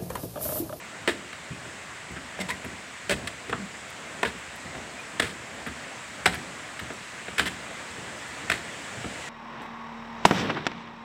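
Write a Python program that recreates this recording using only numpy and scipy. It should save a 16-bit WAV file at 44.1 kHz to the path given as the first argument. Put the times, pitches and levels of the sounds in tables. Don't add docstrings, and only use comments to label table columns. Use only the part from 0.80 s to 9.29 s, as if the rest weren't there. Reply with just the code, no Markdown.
import sys
import numpy as np
from scipy import signal
from scipy.fft import rfft, irfft, next_fast_len
from scipy.io import wavfile
from scipy.ndimage import uniform_filter1d, map_coordinates

SR = 44100
rng = np.random.default_rng(int(sys.argv[2]) if len(sys.argv) > 2 else 0)


def unload_audio(sound):
    columns = np.transpose(np.atleast_2d(sound))
    steps = np.round(np.clip(columns, -1, 1) * 32767)
    wavfile.write(sys.argv[1], SR, steps.astype(np.int16))


N = 374409


def amp(db):
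    return 10 ** (np.asarray(db) / 20)


def unit(x):
    return x / np.sqrt(np.mean(x ** 2) + 1e-20)


def along(points, hz):
    pitches, values = np.transpose(points)
    return np.interp(np.log(hz + 1), np.log(pitches + 1), values)


def wobble(per_s, size):
    values = rng.standard_normal(int(size * per_s / SR) + 4)
    return map_coordinates(values, [np.arange(size) * per_s / SR])


def filtered(x, response):
    size = next_fast_len(len(x) + SR // 4)
    return irfft(rfft(x, size) * response(np.fft.rfftfreq(size, 1 / SR)), size)[:len(x)]


def resonance(f, hz, width_hz):
    return 1j * f * width_hz / (hz * hz - f * f + 1j * f * width_hz)


def click(tone, size=4096):
    cepstrum = irfft(np.log(amp(along(tone, np.fft.rfftfreq(size, 1 / SR)))))
    cepstrum[1:size // 2] *= 2
    cepstrum[size // 2 + 1:] = 0
    pulse = irfft(np.exp(rfft(cepstrum)))
    return pulse / np.linalg.norm(pulse)


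def press(t, hold_s, attack_s, release_s):
    return (1 - np.exp(-t / attack_s)) * np.exp(-np.maximum(t - hold_s, 0) / release_s)


def at_level(x, db, length_s):
    return x * amp(db) * np.sqrt(length_s * SR) / np.linalg.norm(x)


def add(track, start_s, x):
    start = max(round(start_s * SR), 0)
    track[start:start + len(x)] += x[:len(track) - start]


# pitch_hz, level_db
RUSH_TONE = [(25, -26), (45, -23), (65, -6), (130, -3.5), (250, -2.5), (400, -6), (650, -2.5), (950, -6),
             (1300, -6), (1950, -3.5), (2900, -10), (4400, -16.5), (5900, -19), (7900, -13.5),
             (9500, -25.5), (12000, -38.5), (15500, -39.5)]
# time_s, level_db
RUSH_GROWTH = [(0.0, -42.5), (5.44, -41), (5.65, -40.5), (6.24, -41), (8.49, -38.5)]

def stream_and_leaves(patchy_db=0.9, split_hz=900, low_db=-5.0, high_db=-0.19):
    spectrum = signal.stft(rng.standard_normal(N), nperseg=512)[2]
    patches = uniform_filter1d(rng.standard_normal(spectrum.shape), size=5, axis=0)
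    patches = uniform_filter1d(patches, size=10, axis=1)
    noise = signal.istft(spectrum * amp(patchy_db * unit(patches)), nperseg=512)[1][:N]
    low = unit(filtered(noise, lambda hz: amp(along(RUSH_TONE, hz)) * (hz < split_hz)))
    high = unit(filtered(noise, lambda hz: amp(along(RUSH_TONE, hz)) * (hz >= split_hz)))
    growth_db = np.interp(np.arange(N) / SR, *np.transpose(RUSH_GROWTH))
    low *= amp(growth_db + low_db + 1.3 * wobble(6.7, N))
    high *= amp(growth_db + high_db + 0.17 * wobble(4.7, N))
    return low + high


def bird(start_s=4.175, length_s=0.048, pitch_hz=2440, level_db=-44.5, waver=0.0084):
    out, size = np.zeros(N), int(length_s * SR)
    pitch = pitch_hz * (1 + waver * wobble(90, size))
    peep = np.hanning(size) * np.sin(2 * np.pi * np.cumsum(pitch) / SR)
    add(out, start_s, amp(level_db) * unit(peep))
    return out


# pitch_hz, fade_s
ECHO_FADES = [(150, 0.74), (600, 0.38), (2000, 0.26), (6000, 0.39), (14000, 0.43)]

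def echo(x, delay_s=0.009):
    hz, t, spectrum = signal.stft(rng.standard_normal(SR // 2), SR, nperseg=256)
    fade = amp(-60 * t / along(ECHO_FADES, hz)[:, None])
    tail = signal.istft(spectrum * fade, SR, nperseg=256)[1]
    tail = np.pad(tail / np.linalg.norm(tail), (int(delay_s * SR), 0))
    return signal.fftconvolve(x, tail)[:N]


# pitch_hz, level_db
GRAIN_TONE = [(1500, -32), (4000, -16), (6200, -8), (8500, 2), (11000, 6), (15500, -6)]
# start_s, peak_db
SAND_CRACKS = [(1.6126, -41), (1.704, -35), (1.8476, -36), (3.0998, -43), (3.7573, -42), (4.8682, -38),
               (5.5462, -32), (5.9957, -36), (6.6627, -32)]

def sand(fade_s=0.043, spiky_db=4, strays_per_s=1.2, stray_db=-49):
    out, t = np.zeros(N), np.arange(SR // 10) / SR
    grain = click(GRAIN_TONE)
    stray_times = rng.uniform(0, N / SR, round(strays_per_s * N / SR))
    for start_s, peak_db in SAND_CRACKS + [(s, stray_db) for s in stray_times]:
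        crumble = rng.standard_normal(len(t)) * amp(spiky_db * wobble(1230, len(t)) - 60 * t / fade_s)
        tick = signal.fftconvolve(crumble, grain)
        add(out, start_s, amp(peak_db) * tick / np.abs(tick).max())
    return out


def note(length_s, pitch_hz, width_hz, level_db):
    t = np.arange(SR // 6) / SR
    pitch = pitch_hz + 0.45 * width_hz * wobble(2 * width_hz, len(t))
    force = press(t, length_s, attack_s=0.00084, release_s=0.0076)
    return at_level(force * np.sin(2 * np.pi * np.cumsum(pitch) / SR), level_db, length_s)


# start_s, length_s, pitch_hz, width_hz, level_db
SQUEAKS = [(0.277, 0.022, 346, 48, -26), (0.709, 0.012, 145, 40, -36), (1.59, 0.019, 600, 65, -39),
           (1.598, 0.059, 183.6, 25, -38.5), (1.603, 0.014, 2090, 215, -33), (1.69, 0.017, 1020, 90, -32.5),
           (1.703, 0.017, 1950, 220, -31.5), (2.296, 0.035, 573, 70, -31),
           (2.727, 0.0053, 1240, 500, -23.5), (2.797, 0.044, 205, 30, -37), (3.432, 0.0065, 950, 406, -24),
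           (5.459, 0.0046, 1443, 220, -21), (5.46, 0.0094, 747, 200, -22.5), (7.70, 0.012, 1800, 200, -36)]

def squeaks():
    out = np.zeros(N)
    for start_s, length_s, pitch_hz, width_hz, level_db in SQUEAKS:
        add(out, start_s, note(length_s, pitch_hz, width_hz, level_db))
    return out


# pitch_hz, level_db
DECK_TONE = [(25, -53), (45, -17), (65, 4.5), (100, 5), (150, -1), (260, -1.5), (380, -2), (700, -40.5),
             (3000, -67)]

def deck_thump(length_s, level_db, boom_hz=204, boom_db=-2, thud_db=-4):
    t = np.arange(SR // 3) / SR
    body = click(DECK_TONE)
    force = press(t, 0.57 * length_s, attack_s=0.00086, release_s=0.037)
    loads = force * rng.standard_normal((2, len(t)))
    thud, boom = [signal.fftconvolve(load, body)[:len(t)] for load in loads]
    boom = filtered(boom, lambda f: resonance(f, boom_hz, width_hz=65))
    return at_level(thud, level_db + thud_db, length_s) + at_level(boom, level_db + boom_db, length_s)


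# pitch_hz, level_db
SOLE_TONE = [(100, -27.5), (250, -7), (390, -1), (700, -4.5), (1000, -9.5), (1700, 2), (2500, -2.5),
             (3800, -6.5), (5000, -14), (6200, -19.5), (8000, -11), (11500, -27.5), (16000, -31)]
# pitch_hz, level_db, fade_s (time to drop 60 dB)
RING_NOTES = [(348, -6.5, 0.048), (493, -2, 0.058), (692, -12.5, 0.18), (1080, -23, 0.025),
              (1520, -11, 0.037), (1824, 2.5, 0.031), (2060, 8, 0.01), (2530, 1.5, 0.016),
              (3344, -9, 0.058), (3800, -9.5, 0.09), (5050, -14.5, 0.08)]

def shoe_hit(length_s, knock_db, clack_db, grit_db, ring_db=-8):
    t = np.arange(SR // 6) / SR
    roughness = amp(3 * wobble(1111, len(t)))
    force = roughness * press(t, 0.8 * length_s, attack_s=0.00043, release_s=0.0044)
    tuning = 1 + rng.normal(0, 0.0307)
    ring = np.zeros(len(t))
    for hz, db, fade_s in RING_NOTES:
        ring += amp(db + rng.normal(0, 1) - 60 * t / fade_s) * np.sin(2 * np.pi * hz * tuning * t)
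    body = amp(ring_db) * ring / np.linalg.norm(ring)
    add(body, 0, click(SOLE_TONE))
    out = np.zeros(len(t))
    bands = [([190, 900], "band", knock_db), ([900, 3500], "band", clack_db), (3500, "high", grit_db)]
    for edges_hz, kind, db in bands:
        band = signal.butter(3, edges_hz, kind, fs=SR, output="sos")
        hit = signal.fftconvolve(force * rng.standard_normal(len(t)), body)[:len(t)]
        out += at_level(signal.sosfilt(band, hit), db, length_s)
    return out


# start_s, length_s, knock_db, clack_db, grit_db
SHOE_SCUFFS = [(0.528, 0.0029, -58, -32.5, -44), (1.587, 0.006, -32.5, -37, -49),
               (1.601, 0.023, -38, -39.5, -36), (1.686, 0.034, -41.5, -35, -37),
               (2.472, 0.0081, -52, -30.5, -33), (2.695, 0.0054, -31, -32, -40.5),
               (5.523, 0.044, -48, -36.5, -44), (5.992, 0.0065, -62, -31.5, -43),
               (6.48, 0.004, -34, -31, -55), (6.656, 0.033, -40.5, -31, -35.5)]

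def scuffs():
    out = np.zeros(N)
    for start_s, length_s, knock_db, clack_db, grit_db in SHOE_SCUFFS:
        add(out, start_s, shoe_hit(length_s, knock_db, clack_db, grit_db))
        add(out, start_s, deck_thump(1.8 * length_s, knock_db - 5))
    return out


# tap_at_s, tap_length_s, knock_db, clack_db, thump_db, heel_lead_s, heel_db
SOFT_LANDINGS = [(0.849, 0.012, -42, -46, -46, 0.148, -39), (1.361, 0.017, -48, -41, -42, 0.063, -39),
                 (1.842, 0.01, -41, -40, -37.5, 0.12, -44),
                 (2.7256, 0.0066, -25.5, -30, -35.5, 0.045, -37.5),
                 (3.9487, 0.0026, -34, -34, -41.5, 0.1, -40), (4.864, 0.025, -44, -38.5, -38, 0.055, -56),
                 (6.102, 0.0021, -28, -33.5, -44.5, 0.09, -37.5), (7.177, 0.009, -40, -56, -43, 0.088, -50),
                 (8.242, 0.0069, -34, -40, -36, 0.085, -40)]

def soft_steps(load_s=0.034, settle_lag_s=0.078, settle_db=-12):
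    out = np.zeros(N)
    for tap_at_s, length_s, knock_db, clack_db, thump_db, heel_lead_s, heel_db in SOFT_LANDINGS:
        add(out, tap_at_s - heel_lead_s, deck_thump(length_s=0.023, level_db=heel_db, boom_hz=156))
        add(out, tap_at_s, shoe_hit(length_s, knock_db, clack_db, grit_db=clack_db - 17))
        add(out, tap_at_s, note(length_s, pitch_hz=1540, width_hz=530, level_db=clack_db - 0.5))
        add(out, tap_at_s, deck_thump(load_s, thump_db, boom_hz=224))
        add(out, tap_at_s + settle_lag_s, deck_thump(load_s, thump_db + settle_db))
    return out


# start_s, heel_length_s, knock_db, clack_db, grit_db, sole_lag_s, sole_length_s,
# sole_db (compared with the heel), roll_length_s, roll_db, thump_db
HARD_LANDINGS = [(0.275, 0.0063, -22, -20, -28, 0.0083, 0.018, -6.5, 0.022, -35, -42.5),
                 (2.2944, 0.0065, -27, -24.5, -28, 0.011, 0.011, -1, 0.024, -28, -33),
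                 (3.43, 0.0025, -18.5, -16.5, -29, 0.019, 0.017, -11, 0.03, -36, -40),
                 (4.3965, 0.0045, -21, -16, -21.5, 0.024, 0.015, -13, 0.076, -37, -36.5),
                 (5.4573, 0.008, -23, -14.7, -19.5, 0.016, 0.008, -12.5, 0.033, -43, -33.5),
                 (6.5808, 0.0051, -33.5, -20.5, -27, 0.0127, 0.0059, 4, 0.036, -31.5, -36.5),
                 (7.698, 0.0044, -27.5, -16.5, -25.5, 0.018, 0.0075, -4.5, 0.06, -36, -40)]

def hard_steps(push_lead_s=0.065, roll_gap_s=0.003, catches=3, settle_lag_s=0.095, settle_db=-12):
    out = np.zeros(N)
    for (start_s, heel_s, knock_db, clack_db, grit_db,
         sole_lag_s, sole_s, sole_db, roll_s, roll_db, thump_db) in HARD_LANDINGS:
        add(out, start_s - push_lead_s, deck_thump(length_s=0.028, level_db=-47.5, boom_hz=156))
        add(out, start_s, shoe_hit(heel_s, knock_db, clack_db, grit_db))
        add(out, start_s, deck_thump(length_s=0.073, level_db=thump_db))
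        slap = shoe_hit(sole_s, knock_db + sole_db, clack_db + sole_db, grit_db + sole_db)
        add(out, start_s + sole_lag_s, slap)
        roll_at_s = start_s + sole_lag_s + sole_s + roll_gap_s
        catch_s = roll_s / catches
        for k in range(catches):
            db = roll_db - 3.5 * k
            rub = shoe_hit(catch_s, knock_db=db - 7.5, clack_db=db, grit_db=db - 4.5)
            add(out, roll_at_s + k * catch_s, rub)
        add(out, start_s + settle_lag_s, deck_thump(length_s=0.12, level_db=thump_db + settle_db))
    return out


def scene(echo_db=-12):
    background = stream_and_leaves() + bird()
    steps = sand() + squeaks() + scuffs() + soft_steps() + hard_steps()
    mono = background + steps + amp(echo_db) * echo(steps)
    return np.array([mono, mono])


def record(dry, ceiling_db=-1.5, top_hz=15950):
    rounded = dry / (1 + np.abs(dry / amp(ceiling_db)) ** 4) ** (1 / 4)
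    return np.array([filtered(channel, lambda hz: hz < top_hz) for channel in rounded])


dry = scene()
out = record(dry)
unload_audio(out)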